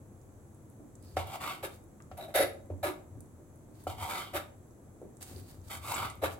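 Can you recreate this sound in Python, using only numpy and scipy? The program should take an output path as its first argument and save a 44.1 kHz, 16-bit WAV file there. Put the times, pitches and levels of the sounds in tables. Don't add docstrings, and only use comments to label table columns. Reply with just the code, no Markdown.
import sys
import numpy as np
from scipy import signal
from scipy.fft import rfft, irfft, next_fast_len
from scipy.io import wavfile

SR = 44100
rng = np.random.default_rng(int(sys.argv[2]) if len(sys.argv) > 2 else 0)


def pcm_store(signal):
    levels = np.round(np.clip(np.atleast_2d(signal), -1, 1) * 32767)
    wavfile.write(sys.argv[1], SR, levels.astype(np.int16).T)


N = 281799
TIME = np.arange(N) / SR

# start, attack, time from start to judder release and length,
# all in seconds, relative levels of judder, grit and thrum in dB, judder frequency at start and end in Hz,
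# relative levels of free steel, upper board modes and treble in dB.
PUSHES = [(1.625, .016, 0.014, 0.026, -34, -39, -38, 720, 401, -13.5, -2.5, -2),
          (2.168, .01, 0.094, .082, -49, -53.5, -52, 738.5, 659, -3.5, 1.5, 5),
          (2.277, 0.011, .018, 0.036, -50.5, -61, -55.5, 620, 560, -3, 2, -2),
          (2.339, 0.016, 0.089, 0.0951, -28.5, -30.5, -42.5, 650, 510.2, 1.5, -3.5, -1.5),
          (2.827, 0.0083, 0.015, 0.0573, -31, -37, -34, 641.7, 327, -8, 3.5, 1.5),
          (4.33, 0.037, 0.024, .042, -30.5, -35, -37, 690, 523.5, -13, -2.5, -4),
          (6.215, 0.03, 0.023, 0.043, -30, -34, -37, 680, 471.5, -19, 0, -6)]


def from_db(db):
    return 10 ** (np.asarray(db) / 20)


def rms_one(x):
    return x / np.sqrt(np.mean(x ** 2) + 1e-20)


def at_hz(points, hz):
    f, value = np.transpose(points)
    return np.interp(np.log(np.maximum(hz, 1)), np.log(f), value)


def drift(rate):
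    knots = rng.standard_normal(N // 20)
    return rms_one(np.interp(TIME * rate, np.arange(len(knots)), knots))


def swell(s, attack, hold, t60):
    rise = np.clip((TIME - s) / attack, 0, 1)
    return rise * dying(np.maximum(TIME - s - attack - hold, 0), t60)


def bump(s, deviation):
    return np.exp(-.5 * ((TIME - s) / deviation) ** 2)


def dying(t, t60):
    return from_db(-60 * np.minimum(t / t60, 3))


def add(out, s, sound):
    start = round(s * SR)
    out[..., start:start + sound.shape[-1]] += sound[..., :N - start]


def colour(x, spectrum):
    size = 2 * next_fast_len(N // 2 + 4096)
    hz = np.arange(size // 2 + 1) * SR / size
    cepstrum = irfft(np.log(from_db(at_hz(spectrum, hz))))
    cepstrum[1:size // 2] *= 2
    cepstrum[size // 2 + 1:] = 0
    response = np.exp(rfft(cepstrum))
    return rms_one(irfft(rfft(x, size) * response)[..., :N])


def resonate(x, hz, width):
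    r = np.exp(-np.pi * width / SR)
    zeros = np.array([1, 0, -1]) * (1 - r * r) / 2
    poles = [1, -2 * r * np.cos(2 * np.pi * hz / SR), r * r]
    return signal.lfilter(zeros, poles, x + 1e-18)


def gliding(x, hz, width):
    out, state, r = np.zeros(len(x)), np.zeros(2), np.exp(-np.pi * width / SR)
    for i in range(0, len(x), 128):
        poles = [1, -2 * r * np.cos(2 * np.pi * hz[i] / SR), r * r]
        out[i:i + 128], state = signal.lfilter([1, 0, -1], poles, x[i:i + 128], zi=state)
    return rms_one(out)


def body(x, modes):
    rung = 0
    for k, (hz, width, db) in enumerate(modes):
        rung = rung + from_db(db) * (-1) ** k * resonate(x, hz, width)
    return rms_one(rung)


def grains(per_s, spread_db):
    born = rng.random(N) < per_s / SR
    sizes = from_db(spread_db * np.minimum(rng.exponential(1, N), 4))
    return rms_one(born * sizes * rng.standard_normal((2, N)))


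def spread(pair):
    # frequency in Hz, likeness from 0 to 1.
    likeness = [(30, 0.04), (100, 1), (600, 0.64), (1400, 0), (2400, 0), (4000, 0.65), (9000, 0)]
    length = pair.shape[1]
    size = next_fast_len(length, True)
    alike = np.clip(at_hz(likeness, np.arange(size // 2 + 1) * SR / size), 0, 1)
    mid, side = rfft(pair, size)
    common = np.sqrt((1 + alike) / 2) * mid
    opposed = np.sqrt((1 - alike) / 2) * side * [[1], [-1]]
    return irfft(common + opposed, size)[:, :length]


def background():
    # frequency in Hz, relative spectral level in dB.
    hum_spectrum = [(13, -55), (22, -22.5), (43, -6), (64, -20), (99, -7.5), (150, -8.5), (169, -16.5),
                    (206, -10.5), (300, -12.5), (338, -11.5), (412, -18.5), (474, -17.5), (523, -19.5),
                    (1330, -32), (2500, -44), (3250, -70), (5500, -120)]
    # frequency in Hz, relative spectral level in dB.
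    hiss_spectrum = [(2000, -17), (3200, -8.5), (5300, -12), (6200, -1.5), (6900, -0.5), (7300, -0.5),
                     (7900, 3), (8800, -8), (9900, -3.5), (10800, 1.5), (12000, -6), (14200, -11),
                     (15700, -5)]
    hum = spread(colour(rng.standard_normal((2, N)), hum_spectrum))
    hiss = colour(rng.standard_normal((2, N)), hiss_spectrum)
    return from_db(-55) * hum + from_db(-69.5) * hiss


def kitchen(x):
    # frequency in Hz, t60 in seconds.
    decay_times = [(100, 0.29), (500, 0.49), (1400, 0.33), (4000, 0.3), (12000, 0.25)]
    t, response = TIME[:SR // 2], 0
    edges = np.geomspace(60, 17000, 9)
    for low, high in zip(edges, edges[1:]):
        band_filter = signal.butter(2, [low, high], "band", fs=SR, output="sos")
        band = signal.sosfilt(band_filter, rng.standard_normal((2, len(t))))
        response = response + band * dying(t, at_hz(decay_times, np.sqrt(low * high)))
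    response = rms_one(response * (1 - dying(t, 0.0044))) / np.sqrt(len(t))
    return signal.fftconvolve(x, response, axes=1)[:, :N]


def table():
    # middle and standard deviation in seconds, relative boom level in dB.
    presses = [(.08, .1, -52.5), (1.2, 0.096, -41), (3.17, 0.026, -38.5), (3.977, 0.092, -42.5),
               (5.381, 0.038, -41.5), (6.003, 0.26, -42.5)]
    push_boom_db = -15.5
    boom = rms_one(resonate(resonate(rng.standard_normal(N), 87.0, 36), 87.0, 36))
    weight = from_db(-53)
    for s, deviation, db in presses:
        weight = weight + from_db(db) * bump(s, deviation)
    for s, attack, juddering, _, judder_db, *_ in PUSHES:
        weight = weight + from_db(judder_db + push_boom_db) * swell(s, attack, juddering, t60=0.41)
    return from_db(-7.0) * weight * boom


def ticks():
    # start in seconds, relative peak in dB, pitch in Hz.
    clear = [(.9532, -50, 7650), (1.0261, -49, 9900), (1.272, -40, 11700), (1.6674, -48, 10500),
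             (2.003, -50.5, 1260), (2.0223, -50.5, 7200), (2.1765, -43, 10700), (2.3595, -24.5, 9800),
             (3.2056, -44, 9800), (3.8387, -49.5, 11300), (5.1696, -51.5, 7800), (5.2264, -36, 8000),
             (5.3617, -50, 4620), (6.1, -39, 8300), (6.1539, -45.5, 12400), (6.3094, -47, 2610)]
    faint_per_s, faint_db, faint_hz = 3.5, -60, 8440
    out, t = np.zeros((2, N)), TIME[:SR // 20]
    burst = dying(t, .006) + .45 * dying(t, .04)
    chance = rng.uniform(-1, 1, size=(40, 3))
    faint = []
    for k, (when, strength, pitch) in enumerate(chance):
        s = (k + .5 + when / 2) / faint_per_s
        faint.append((s, faint_db + 4 * strength, faint_hz * 1.35 ** pitch))
    for s, db, hz in list(clear) + faint:
        width = 0.47 * hz
        noise = rng.standard_normal((2, len(t))) * burst
        snap = resonate(resonate(noise, hz, width), hz, width)
        if s < TIME[-1]:
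            add(out, s, from_db(db + 8.5) * snap / np.abs(snap).max())
    return out


def wet_meat():
    # start, attack, hold and release t60 in seconds, relative level in dB.
    squelches = [(1.02, .01, .13, .1, -60), (1.698, 0.047, .005, 0.1, -52), (3.695, 0.11, 0.074, .1, -58),
                 (5.204, 0.0074, 0.017, 0.15, -40.5), (5.242, 0.043, 0.098, 0.43, -50),
                 (5.458, .05, .01, 0.34, -53.5), (5.625, 0.058, .01, .1, -52),
                 (6.29, 0.032, 0.0062, 0.14, -45.5)]
    # frequency in Hz, relative spectral level in dB.
    wet_spectrum = [(800, 3.5), (2300, 1), (3300, 0), (4500, 3.5), (5600, 0), (8000, 4.5), (11000, 2),
                    (16000, 1.5)]
    crackle = colour(grains(per_s=6000, spread_db=0), wet_spectrum) * from_db(2.0 * drift(60))
    parting = 0
    for s, attack, hold, t60, db in squelches:
        parting = parting + from_db(db) * swell(s, attack, hold, t60)
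    return from_db(-4.5) * crackle * parting


def flops():
    # start in seconds, relative level in dB, pitch in Hz.
    pats = [(0.795, -48, 290), (2.7, -37, 280), (3.168, -49.5, 280), (3.381, -52.5, 423), (3.68, -50, 267),
            (5.014, -42, 407), (5.045, -48, 237), (5.312, -46, 220), (5.358, -48, 314)]
    out, t = np.zeros(N), TIME[:SR // 4]
    for s, db, hz in pats:
        pat = rms_one(resonate(resonate(rng.standard_normal(len(t)), hz, 180), hz, 180))
        add(out, s, from_db(db - 0.5) * pat * (dying(t, 0.21) - dying(t, 0.0061)))
    return out


def knocks():
    # start and contact time in seconds,
    # relative levels of wood, bright crack and table boom in dB.
    landings = [(1.166, 0.00052, -26, -29, -29), (2.112, 0.00026, -44, -49, -39.5),
                (2.699, 0.0023, -39.5, -63, -27.5), (3.149, 0.0014, -55.5, -76, -39),
                (3.866, 0.00063, -31, -53, -34)]
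    # frequency in Hz, relative level in dB, t60 in seconds.
    board_modes = [(316, -16.5, 0.11), (424, -7.5, 0.049), (560, 3, 0.016), (744, -0.5, 0.033),
                   (1115, -7.5, 0.024), (1337, -8.5, 0.06)]
    # frequency in Hz, t60 and swell t60 in seconds, relative level in dB.
    table_mode = (90, 0.2, 0.093, 6.7)
    out, t = np.zeros((2, N)), TIME[:SR // 2]
    table_hz, table_t60, build_up, table_db = table_mode
    boom_envelope = dying(t, table_t60) - dying(t, build_up)
    boom = from_db(table_db) * np.sin(2 * np.pi * table_hz * t) * boom_envelope
    modes = 0
    for k, (hz, db, t60) in enumerate(board_modes):
        modes = modes + from_db(db) * (-1) ** k * np.sin(2 * np.pi * hz * t) * dying(t, t60)
    for s, contact, wood_db, crack_db, boom_db in landings:
        push = np.sin(np.pi * np.minimum(t / contact, 1)) ** 2
        board = signal.fftconvolve(push, modes)[:len(t)]
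        crack = resonate(rng.standard_normal((2, len(t))), 1980, 1200)
        crack = crack * dying(t, 0.078) * (1 - dying(t, 0.0065))
        wood = from_db(wood_db + 7.0) * board / np.abs(board).max()
        add(out, s + .0015, wood + from_db(crack_db + 7.5) * crack + from_db(boom_db) * boom)
    return out


def scrapes():
    # frequency in Hz, relative spectral level in dB.
    grit_spectrum = [(600, -8), (1020, -17), (1350, 4), (1800, -2), (2250, 4.5), (3000, -0.5), (3900, -6),
                     (5200, -7.5), (6700, -12), (7800, -5), (9500, -11.5), (12200, -3), (13800, -9),
                     (16000, -14)]
    # frequency in Hz, width in Hz, relative level in dB.
    upper_modes = [(833, 190, 2.5), (1265, 245, 7.5), (1714, 35, 1.5), (2096, 103, 4.5), (2720, 140, -32),
                   (3990, 150, 0)]
    # frequency in Hz, width in Hz, relative level in dB.
    blade_modes = [(1580, 510, -5), (2014, 85, 5.5), (3780, 470, -5.5), (4690, 28, -13), (10750, 83, 3.5),
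                   (13030, 110, -2.5)]
    judder_t60, grit_t60, thrum_t60 = 0.077, 0.11, 0.093
    sag_db_per_s = 28
    bite_db, bite_t60 = 5, 0.19
    pan_db = 0.2
    grit = grains(per_s=5000, spread_db=0.5)
    plain = colour(grit, grit_spectrum)
    wood, steel = body(grit, upper_modes), body(grit, blade_modes)
    treble = signal.sosfilt(signal.butter(1, 5000, "high", fs=SR, output="sos"), plain)
    bite_filter = signal.butter(1, 8900, "high", fs=SR, output="sos")
    thrum = rms_one(resonate(resonate(grit[0], 349, 100), 349, 100))
    unevenness, surge = drift(600), from_db(2.33 * drift(130))
    out, low = 0, 0
    for (s, attack, juddering, length, judder_db, grit_db, thrum_db,
         start_hz, end_hz, steel_db, wood_db, treble_db) in PUSHES:
        hz = np.interp(TIME, [s, s + length], [start_hz, end_hz])
        phase = 2 * np.pi * np.cumsum(hz * np.exp(.15 * unevenness)) / SR
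        slipping = 1 + 0.41 * np.cos(phase)
        sliding_s = np.clip(TIME - s - attack, 0, length)
        ringing = from_db(wood_db) * wood + from_db(steel_db) * steel
        rasp = rms_one(plain + (from_db(treble_db) - 1) * treble + ringing)
        bite = from_db(bite_db * dying(sliding_s, bite_t60)) - 1
        rasp = rasp + bite * signal.sosfilt(bite_filter, rasp)
        force = from_db(-sag_db_per_s * sliding_s) * swell(s, attack, length - attack, grit_t60)
        out = out + from_db(grit_db + 2.5) * force * slipping * rasp
        judder = swell(s, attack, juddering - attack, judder_t60) * surge * np.sin(phase)
        low = low + from_db(judder_db + 3.5) * judder
        building = swell(s, 0.6 * length, 0.57 * length, thrum_t60)
        low = low + from_db(thrum_db - 4.0) * building * thrum
    low = signal.sosfilt(signal.butter(4, 880, fs=SR, output="sos"), low)
    return spread(out) + low * from_db(pan_db / 2 * np.array([[1], [-1]]))


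def draws():
    # start, attack, hold and release t60 in seconds,
    # relative levels of rasp and edge hiss in dB, board resonance in Hz.
    strokes = [(1.163, 0.0047, 0.037, 0.17, -41, -45.5, 790),
               (1.257, 0.1, 0.0039, 0.062, -38.5, -42.5, 750), (1.395, .018, 0.098, 0.25, -38, -43.5, 1140),
               (3.867, 0.0097, 0.02, 0.22, -42.5, -44.5, 840), (3.965, 0.062, .05, 0.21, -41.5, -44.5, 833),
               (4.074, 0.035, 0.086, 0.38, -38, -42.5, 1257), (5.691, 0.025, 0.028, 0.18, -40, -39.5, 1275),
               (5.813, .09, 0.041, 0.18, -38.5, -38.5, 1040), (5.928, 0.033, 0.09, .27, -37.5, -45.5, 1180)]
    # middle and standard deviation in seconds, frequency and width in Hz,
    # relative level in dB.
    squeaks = [(1.082, 0.039, 4700, 1300, -66), (2.229, 0.023, 3850, 328, -53),
               (5.48, 0.035, 4500, 900, -69), (5.95, 0.0057, 7870, 900, -31)]
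    # frequency in Hz, relative spectral level in dB.
    rasp_spectrum = [(250, -6), (520, -7), (760, -2.5), (1200, 1.5), (1400, 0.5), (1780, -21.5),
                     (2200, 1.5), (2700, -9), (3600, -14), (5600, -33), (9000, -34)]
    # frequency in Hz, relative spectral level in dB.
    hiss_spectrum = [(2500, -50), (4500, 0), (6000, -1), (7700, 7), (9500, 2.5), (12200, 5.5),
                     (13500, -1.5), (16000, -3)]
    # mean frequency and width in Hz, relative level in dB.
    wandering = [(2163, 120, -12), (2800, 220, -8), (3320, 46, -11)]
    fibres = grains(per_s=9000, spread_db=1.9) * from_db(1.16 * drift(140) + 1.0 * drift(35))
    rasp_gain, hiss_gain, path = 0, 0, []
    for s, attack, hold, t60, rasp_db, hiss_db, hz in strokes:
        pressure = swell(s, attack, hold, t60)
        rasp_gain = rasp_gain + from_db(rasp_db) * pressure
        hiss_gain = hiss_gain + from_db(hiss_db) * pressure
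        path += [(s + attack, hz), (s + attack + hold, hz)]
    wood = colour(fibres, rasp_spectrum)
    ring_hz = np.interp(TIME, *np.transpose(path)) * np.exp(0.062 * drift(25))
    wood[0] += from_db(-0.5) * gliding(fibres[0], ring_hz, width=154)
    for centre, width, db in wandering:
        level = from_db(db + 3.8 * drift(18))
        wood[0] += level * gliding(fibres[0], centre * np.exp(0.087 * drift(12)), width)
    squeak = 0
    for s, deviation, hz, width, db in squeaks:
        tone = rms_one(resonate(resonate(fibres, hz, width), hz, width))
        squeak = squeak + from_db(db) * bump(s, deviation) * tone
    hiss = from_db(-2.0) * hiss_gain * colour(fibres, hiss_spectrum)
    return spread(rasp_gain * rms_one(wood) + hiss + squeak)


def scene():
    # frequency in Hz, width in Hz, relative level in dB.
    sympathy = [(303.5, 15.4, -1.5), (364.5, 11.4, 0), (545, 5.2, -3), (601.5, 16, 0), (663, 41, -4),
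                (760, 58, 3), (936, 12, 0), (1150, 26, 0.5), (1606, 19, -8), (1686, 23, -6), (2021, 12, -7),
                (3666, 17, 3), (3760, 26, -21), (4680, 14, 3.5)]
    work = draws() + scrapes() + knocks() + flops() + wet_meat() + ticks()
    ringing = 0
    for hz, width, db in sympathy:
        ringing = ringing + from_db(db) * resonate(work, hz, width)
    work = work + ringing
    work[1] = np.interp(TIME - .00007, TIME, work[1])
    work = from_db(-2.5) * work + from_db(-10.0) * kitchen(work)
    treble = signal.sosfilt(signal.butter(1, 9000, "high", fs=SR, output="sos"), work)
    work = work + from_db(-9.5) * treble * [[-1], [1]]
    boom = table() * from_db(1.7 * np.array([[1], [-1]]))
    return work + boom + background()


def record(dry):
    thinned = signal.sosfilt(signal.butter(3, 29, "high", fs=SR, output="sos"), dry)
    return signal.sosfilt(signal.ellip(12, .1, 80, 15950, fs=SR, output="sos"), thinned)


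dry = scene()
out = record(dry)
pcm_store(out)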